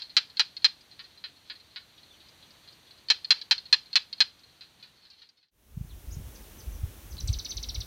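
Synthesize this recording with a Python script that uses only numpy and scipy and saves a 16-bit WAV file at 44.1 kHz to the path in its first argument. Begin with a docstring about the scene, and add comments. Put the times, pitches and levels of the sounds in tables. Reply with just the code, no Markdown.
"""Open country by night, then morning: one gecko barks close by, others answer over chorus, hiss and rumble.
Barks are bursts of larynx clicks ringing a throat resonance; the chorus is random click bursts, blurred.
Faint high chirps, perhaps an insect, and another bird's note sound in the night, which fades almost to
silence. Morning fades in: wind hiss, buffeting noise and low pulses thud on the microphone, and a small
bird tries a few notes and breaks into a fast trill. Chirps and bird notes are swept sines."""
import sys
import numpy as np
from scipy import signal
from scipy.fft import rfft, irfft, next_fast_len
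from scipy.io import wavfile
from scipy.ndimage import uniform_filter1d, map_coordinates

SR = 44100
rng = np.random.default_rng(int(sys.argv[2]) if len(sys.argv) > 2 else 0)


def put_to_file(sound):
    """Save the sound as 16-bit audio at rate SR, in the file named by the first command-line argument."""
    columns = np.atleast_2d(sound).T  # one column per channel
    safe = np.clip(columns, -1, 1)
    whole_steps = np.round(safe * 32767)
    wavfile.write(sys.argv[1], SR, whole_steps.astype(np.int16))


N = 346626

# Diffuse echo decay of open field, near stones and scrub, and trees: (frequency [Hz], t60 [s])
FIELD_T60 = [(500, 0.28), (2000, 0.18), (4200, 0.25), (7000, 0.19), (12000, 0.068)]
SCRUB_T60 = [(500, 0.025), (4200, 0.02), (8000, .025), (14000, 0.032)]
TREES_T60 = [(2000, 0.052), (6000, 0.19), (10000, 0.25)]

# Night noise and far-chorus spectra: (frequency [Hz], relative level [dB])
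NIGHT_HISS_SPECTRUM = [(180, -34), (300, -2.5), (1550, -5), (2640, -4.5), (4140, 0.5), (4650, -5),
                       (5050, -15.5), (5870, -8), (7660, -16), (8890, -13), (10300, -18), (12200, -16),
                       (15100, -19.5), (15900, -33)]
RUMBLE_SPECTRUM = [(15, -39), (25, -8), (80, 3.5), (205, -1), (284, -4), (327, -5), (500, -28.5),
                   (650, -38.5), (1100, -120)]
CHORUS_SPECTRUM = [(1200, -23), (2500, -13.5), (3600, -11.5), (4300, 2.5), (4900, -14.5), (6000, -22),
                   (7500, -44)]
# Shared swell of hiss and rumble: (time [s], gain [dB])
NIGHT_SWELL = [(0, 0.5), (1.76, -.3), (2.41, 2.5), (3.1, 1.1), (5.6, -2)]
# Chorus level: (time [s], level [dB])
CHORUS_LEVEL = [(0, -61), (.75, -69), (1.18, -63.5), (2.99, -71), (3.13, -72), (3.3, -56.5), (3.7, -59.5),
                (4.3, -77), (4.9, -67), (5.16, -57.5), (5.6, -55)]

# Morning hiss and wind buffeting spectra: (frequency [Hz], relative level [dB])
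AIR_SPECTRUM = [(120, -11), (200, -1.5), (328, -3.5), (646, -10), (707, -11), (948, -12), (1830, -15.5),
                (3480, -15), (4840, -20), (5920, -15), (7510, -19.5), (14200, -15), (15900, -17)]
BUFFET_SPECTRUM = [(12, -36), (20, -19), (44, 3), (70, -3), (99, -8.5), (242, -27), (400, -46), (520, -72),
                   (880, -120)]
# Wind thuds: (centre [s], peak level [dB], frequency [Hz], half length to 1/e [cycles])
WIND_THUDS = [(5.776, -18.5, 134, 0.66), (5.813, -17.5, 117, 0.45), (5.849, -32, 138, 0.64),
              (5.934, -32, 60, 0.6), (6.086, -26, 54.1, 0.7), (6.124, -28, 60, 0.54),
              (6.171, -25, 101.3, 0.36), (6.2, -30.5, 90, 0.3), (6.251, -33, 58.7, 1),
              (6.683, -26.5, 55.5, 0.55), (6.75, -37, 55, .8), (6.84, -15.5, 58.5, 0.29),
              (7.144, -31, 55.4, 0.59), (7.247, -24, 55.5, 0.67), (7.265, -32, 65, 0.27),
              (7.303, -14.5, 76, 0.56), (7.371, -28.5, 55, 0.57), (7.571, -33, 55, 0.55),
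              (7.685, -35, 56.4, 0.9), (7.784, -25.5, 60, 0.58)]

# Single whistled notes, faint high chirps of a bird or insect, and bird notes:
# (time [s], level before whistle gain [dB], start [Hz], turn [Hz], end [Hz],
# time to the turn [ms], time after it [ms])
CHIRPS_AND_NOTES = [(.965, -60, 5900, 5900, 5800, 25, 35), (1.955, -57, 5800, 5750, 5700, 11, 11),
                    (2.115, -56, 5900, 5900, 5850, 15, 15), (2.445, -56, 5950, 5880, 5850, 12, 12),
                    (2.095, -43.5, 3760, 3400, 2800, 26, 45), (5.894, -42.5, 4430, 3580, 2480, 16, 33),
                    (6.108, -39.5, 4820, 6970, 4960, 20, 18), (6.344, -43.5, 6400, 6060, 2940, 10, 13),
                    (6.42, -55, 6200, 5300, 4200, 9, 11), (6.584, -43.5, 6040, 6200, 4270, 14, 11),
                    (6.72, -50, 6150, 6100, 5360, 14, 36), (7.106, -41.5, 6080, 6330, 3530, 10, 18),
                    (7.168, -35, 5540, 3800, 2300, 1.5, 2.7), (7.179, -36, 2500, 4630, 4080, 3, 3),
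                    (7.184, -30.5, 4060, 4010, 4060, 6.4, 6.7), (7.203, -27.5, 6300, 5690, 2100, 5, 2.7),
                    (7.488, -31.5, 4850, 6210, 5920, 8.6, 17)]
# Trill notes: (time of top [s], level before whistle gain [dB], top before sag [Hz],
# dwell end before stretch [ms], time stretch [ratio], voice stop before stretch [ms])
TRILL_NOTES = [(7.275, -29, 8550, 5.4, .95, 22), (7.329, -28.5, 6280, 5.5, 1.02, 18.6),
               (7.388, -28, 6164, 5, .99, 16), (7.448, -28, 6170, 4.5, 1.01, 21),
               (7.507, -27.5, 6300, 4.5, 1.05, 17.3), (7.569, -27.5, 6400, 3.9, .96, 17),
               (7.629, -27.5, 6360, 4, .98, 18), (7.688, -27, 5850, 4.5, 0.99, 16.5),
               (7.746, -27.5, 6250, 4, 0.96, 22), (7.805, -28.5, 6200, 2.8, 1.1, 15)]
# Trill sweep up to the top, before stretch and sag: (time from top [ms], pitch [Hz])
FLICK_UP = [(-5, 2060), (-0.5, 2320)]
# Trill sweep down, before stretch and sag: (time after dwell [ms], pitch [Hz])
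SLIDE_DOWN = [(0, 5800), (2, 4650), (4.5, 4200), (9.5, 3650), (13.5, 2250), (17.5, 2400), (24.5, 2000)]
# Whistle gain by pitch, as a beak rings: (frequency [Hz], gain [dB])
WHISTLE_GAIN = [(2000, -24), (2400, -20.5), (3650, -8.5), (4650, -3.5), (5600, -7.5), (6300, -6.5),
                (9000, -10)]

# Gecko barks: (time [s], voice name, level before common trim [dB], first click gap [ms],
# settled gap before late stretch [ms])
GECKO_BARKS = [(-.0491, "near", -4, 1.95, 2.27), (.0197, "small", -24.5, 1.85, 1.82),
               (0.0959, "far", -39, 2.1, 2.1), (.1670, "near", -3, 1.96, 2.35),
               (.2992, "far", -42.5, 2.1, 2.1), (.3700, "small", -24, 1.86, 1.86),
               (0.3953, "near", -4, 2.03, 2.38), (0.567, "small", -26, 1.86, 1.83),
               (.621, "far", -41, 2.1, 2.1), (0.6444, "near", -4.5, 2.25, 2.42),
               (.8091, "high", -46, 2.1, 2.1), (.9133, "far", -43, 2.1, 2.1),
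               (0.993, "big", -29, 3.4, 2.25), (1.04, "mid", -42, 2.6, 2.6), (1.175, "far", -44, 2.2, 2.1),
               (1.2397, "big", -25.5, 3.4, 2.25), (1.266, "far", -46, 1.8, 2.1),
               (1.4992, "big", -25.5, 3.38, 2.3), (1.555, "far", -44, 2.1, 2.1),
               (1.5992, "far", -46, 1.9, 2.3), (1.706, "far", -51, 2.1, 2.1),
               (1.7601, "big", -25, 3.5, 2.25), (1.9784, "low", -45, 2.4, 2.3),
               (2.0313, "far", -46.5, 2.1, 1.9), (2.2037, "low", -43.5, 2.4, 2.3),
               (2.2608, "far", -52, 2.4, 2.1), (2.2862, "high", -42.5, 2, 1.9),
               (2.4259, "low", -43, 2.4, 2.3), (2.5067, "high", -43, 1.7, 1.9),
               (2.6425, "low", -49, 2.4, 2.3), (2.6759, "far", -41.5, 2.1, 2.1),
               (2.725, "high", -46, 1.9, 1.9), (2.8709, "low", -47, 2.4, 2.3),
               (2.9088, "far", -43, 1.8, 2.1), (2.9761, "far", -49, 2.1, 2.1),
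               (3.0852, "small", -25, 1.63, 1.58), (3.1013, "near", -3, 1.92, 2.25),
               (3.2453, "small", -26, 1.63, 1.64), (3.306, "near", -2, 1.88, 2.27),
               (3.4145, "small", -26, 1.72, 1.75), (3.5105, "near", -3, 1.95, 2.27),
               (3.5799, "small", -25, 1.85, 1.82), (3.6553, "far", -39.5, 2.1, 2.1),
               (3.7270, "near", -3, 1.96, 2.35), (3.8586, "far", -43, 2.1, 2.1),
               (3.9300, "small", -24.5, 1.86, 1.86), (3.956, "near", -3.5, 2.03, 2.38),
               (4.128, "small", -25.5, 1.86, 1.83), (4.181, "far", -42.5, 2.1, 2.1),
               (4.2042, "near", -4.5, 2.25, 2.42), (4.3934, "high", -48.5, 1.7, 1.9),
               (4.4346, "far", -47.5, 1.8, 2.1), (4.495, "far", -53, 2.1, 2.3),
               (4.6087, "mid", -35.5, 1.9, 2.1), (4.7985, "far", -49, 1.9, 1.8),
               (4.8268, "mid", -36.5, 2.04, 1.95), (5.0517, "mid", -41, 2, 2.4),
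               (5.1023, "high", -38, 1.9, 1.9), (5.1342, "far", -42.5, 2, 2.2),
               (5.219, "mid", -33.5, 2.1, 2.1), (5.29, "high", -35.5, 1.9, 1.9),
               (5.4286, "mid", -35, 1.9, 2), (5.484, "high", -40, 2.2, 2.1)]
# Voice by name: (bark length [ms], mid-bark throat pitch [Hz], throat width [Hz],
# snap [dB], chest tone [dB], echo [dB], treble loss [dB]); snap and echo precede common trims
GECKO_VOICES = {"near": (23, 4109.5, 126, 1.5, -30, -17.5, -1.5),
                "big": (27, 4031, 260, 8.5, -10, -10.5, -17),
                "small": (13, 4329, 400, -11.5, -29.5, -8.5, -8),
                "far": (20, 4150.5, 260, -6.5, -27.5, -2, -10.5),
                "mid": (24, 4087, 400, 0.5, -17.5, -1, -8.5), "low": (22.5, 3695, 600, 1, -23, -4, -16),
                "high": (15, 4650, 600, -5, -30, -11, 0)}
# Throat resonances: (multiple of throat pitch [ratio], multiple of throat width [ratio], level [dB])
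THROAT_MODES = [(0.999, 1.0, 9), (1.121, 4.5, -30.5)]
# Snap spectrum of one larynx click: (frequency [Hz], level [dB])
SNAP_SPECTRUM = [(150, -58), (420, -25.5), (600, -31.5), (900, -17.5), (1800, -6), (2100, -6.5), (3300, -1),
                 (4600, 0.5), (5800, -9), (7500, -19.5), (10000, -33), (16000, -45)]

HISS_DB, RUMBLE_DB = -74.5, -69  # before the night swell
AIR_DB, LULL_DB = -54, -49.5  # morning hiss; buffeting between thuds
CHURN_DB, CHURN_DB_PER_THUD_DB, CHURN_HALF_LENGTH_S = -31, 0.48, 0.043  # buffeting around a thud
TOP_HOLD_MS, FLICK_DB, SAG_PER_S = 0.98, -5, 0.072  # hold before stretch; weak way up; share of pitch lost
DWELL_HZ = 6080  # ceiling of the dwell pitch, before sag
NOTE_ENDS_DB = -6.5  # ends of a chirp or single note relative to its turn
THROAT_SAG = 0.015  # share of throat pitch lost over a bark
CUT_S, FADE_OUT_S, FADE_IN_S = 5.507, 0.72, 0.79  # night ends, morning begins at the cut
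FADE_LEFT_GAIN, FADE_IN_POWER = 0.024, 0.88  # night gain left at the cut; fade-in curve
TOP_HZ = 15950


def amp(db):
    """Gain of a level in dB."""
    return 10 ** (np.asarray(db) / 20)


def unit(x):
    """x at rms 1."""
    return x / np.sqrt(np.mean(x ** 2) + 1e-20)


def along(points, hz):
    """Interpolate (Hz, value) points on a log frequency axis."""
    f, v = np.transpose(points)
    return np.interp(np.log(hz + 1), np.log(f + 1), v)


def level_gain(points):
    """Gain per sample from (s, dB) points; silent outside their times."""
    s, db = np.transpose(points)
    return amp(np.interp(np.arange(N) / SR, s, db, left=-200, right=-200))


def wobble(knots_per_s):
    """Smooth random curve through normally distributed knots."""
    knots = rng.standard_normal(int(N * knots_per_s / SR) + 4)
    return map_coordinates(knots, [np.arange(N) * knots_per_s / SR])


def noise(spectrum, lo_hz, hi_hz):
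    """Coloured noise whose band lo-hi has rms 1."""
    m = next_fast_len(N)
    hz = np.fft.rfftfreq(m, 1 / SR)
    coloured = rfft(rng.standard_normal(m)) * amp(along(spectrum, hz))
    band = irfft(coloured * (hz > lo_hz) * (hz < hi_hz), m)
    return irfft(coloured, m)[:N] / np.std(band)


def causal(spectrum, size):
    """Minimum-phase response of a (Hz, dB) shape, by folding its cepstrum."""
    hz = np.fft.rfftfreq(size, 1 / SR)
    cepstrum = irfft(np.log(amp(along(spectrum, hz))), size)
    cepstrum[1:size // 2] *= 2
    cepstrum[size // 2 + 1:] = 0
    return np.exp(rfft(cepstrum))


def resonance(f, centre_hz, width_hz):
    """Second-order band-pass response, gain 1 at its centre."""
    return 1j * f * width_hz / (centre_hz ** 2 - f * f + 1j * f * width_hz)


def echoes(x, decays, delay_s):
    """Convolve with a fresh noise tail of energy 1, each frequency decaying at its own t60."""
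    hz, t, z = signal.stft(rng.standard_normal(SR // 4), SR, nperseg=128)
    decay = amp(-60 * t / along(decays, hz)[:, None])
    tail = signal.istft(z * decay, SR, nperseg=128)[1]
    delayed = np.pad(x, (round(delay_s * SR), 0))
    return signal.fftconvolve(delayed, tail / np.linalg.norm(tail))


def add(out, s, x):
    """Mix x into out from time s, clipped to both ends."""
    at = round(s * SR)
    part = out[max(at, 0):][:max(len(x) + min(at, 0), 0)]
    part += x[max(-at, 0):][:len(part)]


def chorus(count=300):
    """Many far geckos: click bursts at chance times, rates and strengths, blurred by distance."""
    draw = rng.random((count, 3))
    k = np.arange(7)
    gap_s = 0.001 + 0.0046 * draw[:, 1:2]
    at = (draw[:, :1] * N + gap_s * SR * k).astype(int)
    force = amp(15 * draw[:, 2:] ** 3 - .8 * k)
    clicks = np.bincount(at.ravel(), force.ravel(), N + SR)[:N]
    m = next_fast_len(N)
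    colour = amp(along(CHORUS_SPECTRUM, np.fft.rfftfreq(m, 1 / SR)))
    calls = irfft(rfft(clicks, m) * colour, m)[:N]
    near_blur = echoes(calls, SCRUB_T60, 0)[:N]
    far_blur = echoes(calls, FIELD_T60, 0.0028)[:N]
    return unit(near_blur + amp(-3.5) * far_blur)


def night():
    """Coloured-noise hiss and low rumble swelling together, plus the far chorus."""
    hiss = amp(HISS_DB) * noise(NIGHT_HISS_SPECTRUM, 8060, 13200)
    rumble = amp(RUMBLE_DB) * noise(RUMBLE_SPECTRUM, 40, 400)
    return level_gain(NIGHT_SWELL) * (hiss + rumble) + level_gain(CHORUS_LEVEL) * chorus()


def wind():
    """Air hiss, single pressure thuds, and lumpy buffeting that churns up around each thud."""
    now = np.arange(N) / SR
    churn = amp(LULL_DB)
    for s, db, *_ in WIND_THUDS:
        swell = np.exp(-((now - s) / CHURN_HALF_LENGTH_S) ** 2)
        churn = churn + amp(CHURN_DB + CHURN_DB_PER_THUD_DB * db) * swell
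    lumps = unit(amp(2.2 * wobble(30)))
    hiss = amp(AIR_DB) * noise(AIR_SPECTRUM, 300, 15000)
    out = hiss + churn * lumps * noise(BUFFET_SPECTRUM, 25, 250)
    t = np.arange(-SR // 20, SR // 20) / SR
    for s, db, hz, cycles in WIND_THUDS:
        envelope = np.exp(-(hz * t / cycles) ** 2)
        add(out, s + t[0], -amp(db) * np.cos(2 * np.pi * hz * t) * envelope)
    return out


def chirps_and_notes():
    """Paths (times s, pitches Hz, levels dB) of chirps and bird notes that swell to a turn and die."""
    paths = []
    for s, db, *hz, before_ms, after_ms in CHIRPS_AND_NOTES:
        times = s + np.cumsum([0, before_ms, after_ms]) / 1000
        paths.append((times, hz, db + NOTE_ENDS_DB * np.array([1, 0, 1])))
    return paths


def trill():
    """Paths of repeated notes: flick up, hold the top, dwell, slide down; pitch sags note by note."""
    paths = []
    for s, db, top_hz, dwell_ms, stretch, stop_ms in TRILL_NOTES:
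        top = [(0, top_hz), (TOP_HOLD_MS, top_hz), (2 * TOP_HOLD_MS, min(top_hz, DWELL_HZ))]
        slide = [(dwell_ms + after_ms, slide_hz) for after_ms, slide_hz in SLIDE_DOWN]
        ms, hz = np.transpose(FLICK_UP + top + slide)
        sag = 1 - SAG_PER_S * (s - TRILL_NOTES[0][0])
        level_db = db + FLICK_DB * (ms < 0) - 8 * np.clip(ms - stop_ms, 0, None)
        paths.append((s + stretch * ms / 1000, sag * hz, level_db))
    return paths


def whistle(s, hz, db):
    """A sine along a pitch and level path, weighted by gain at its pitch, with soft ends."""
    t = np.arange(s[0], s[-1], 1 / SR)
    edge = np.clip(np.minimum(t - s[0], s[-1] - t) / 0.00034, 0, 1)
    pitch_hz = uniform_filter1d(np.interp(t, s, hz), size=40, mode="nearest")
    gain = amp(np.interp(t, s, db) + along(WHISTLE_GAIN, pitch_hz))
    return edge * gain * np.sin(2 * np.pi * np.cumsum(pitch_hz) / SR)


def whistlers():
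    """Faint chirps, bird notes and the trill, each whistle with a ground reflection and tree echoes."""
    out = np.zeros(N)
    for s, hz, db in chirps_and_notes() + trill():
        note = whistle(s, hz, db)
        far = np.clip((-37 - max(db)) / 8, 0, 1)  # faint notes come from far and are mostly echo
        add(out, s[0], amp(-6 * far) * note)
        add(out, s[0] + 0.0023, amp(-4.5) * note)  # off the ground
        add(out, s[0], amp(-4 + 5 * far) * echoes(note, TREES_T60, 0.0036))
    return out


def geckos(size=4096, count=16):
    """A bark is a burst of larynx clicks: each a broad snap that also rings the throat."""
    out, f, k = np.zeros(N), np.fft.rfftfreq(size, 1 / SR), np.arange(count)
    snap = causal(SNAP_SPECTRUM, size)
    ring_band = f ** 2 / (f ** 2 + 2500 ** 2) / (1 + (f / 5600) ** 6)
    ground = 1 + 0.16 * np.exp(-2j * np.pi * f * 0.001216)
    for s, gecko, db, first_ms, settled_ms in GECKO_BARKS:
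        length_ms, throat_hz, width_hz, snap_db, chest_db, echo_db, dull_db = GECKO_VOICES[gecko]
        # gaps settle, quickly when they widen, then stretch as the breath runs out
        settling = .4 if first_ms < settled_ms else .74
        gaps_ms = settled_ms * (1 + .18 * (k / 7) ** 3) + (first_ms - settled_ms) * settling ** k
        ms = np.cumsum(gaps_ms) - gaps_ms + .015 * rng.standard_normal(count)
        force = amp(-7 * ms / length_ms + 0.54 * rng.standard_normal(count))
        force = force / (1 + (np.abs(ms) / length_ms) ** 12)
        # later clicks lose treble
        duller = amp(-14 * np.outer(ms / length_ms, np.clip((f - 3000) / 4000, 0, 1)))
        delays = np.exp(-2j * np.pi * np.outer(ms + .5, f) / 1000)
        clicks = force[:, None] * (duller * delays)

        body = amp(snap_db - 10.5) * snap + amp(chest_db) * resonance(f, 1950, 450)
        progress = np.clip(ms / length_ms, 0, 1)[:, None]
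        sagging_hz = throat_hz * (1 - THROAT_SAG * (progress - .5))
        ring = sum(amp(mode_db) * resonance(f, ratio * sagging_hz, width * width_hz)
                   for ratio, width, mode_db in THROAT_MODES) * ring_band
        treble_loss = amp(dull_db * np.clip((f - 4700) / 1100, 0, 1))

        # the throat ring beams forward; the field hears less of it
        forward = (clicks * (body + ring)).sum(0)
        sideways = (clicks * (body + amp(-9.5) * ring)).sum(0)
        bark = -irfft(ground * treble_loss * forward, size)
        field_bark = -irfft(ground * treble_loss * sideways, size)
        gain = amp(db + 0.44) / np.abs(bark).max()
        bark, field_bark = gain * bark, gain * field_bark
        add(out, s, bark)
        add(out, s, amp(-3.5) * echoes(bark, SCRUB_T60, 0.001014))
        add(out, s, amp(echo_db + 2) * echoes(field_bark, FIELD_T60, .003))
    return out


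def scene():
    """Night fades out to the cut, where morning starts to fade in."""
    t = np.arange(N) / SR - CUT_S
    whistles = whistlers()
    dark = np.clip(FADE_LEFT_GAIN - t / FADE_OUT_S, 0, 1) * (t < 0)
    dawn = np.clip(t / FADE_IN_S, 0, 1) ** FADE_IN_POWER
    return (dark * (geckos() + night() + whistles) + dawn * (whistles + wind()))[None]


def record(dry):
    """The microphone drops the deepest bass; nothing is kept above the band limit."""
    m = next_fast_len(N + SR // 4)
    hz = np.fft.rfftfreq(m, 1 / SR)
    response = hz ** 4 / (hz ** 4 + 26 ** 4) * (hz < TOP_HZ)
    return irfft(rfft(dry, m) * response, m)[:, :N]


dry = scene()
out = record(dry)
put_to_file(out)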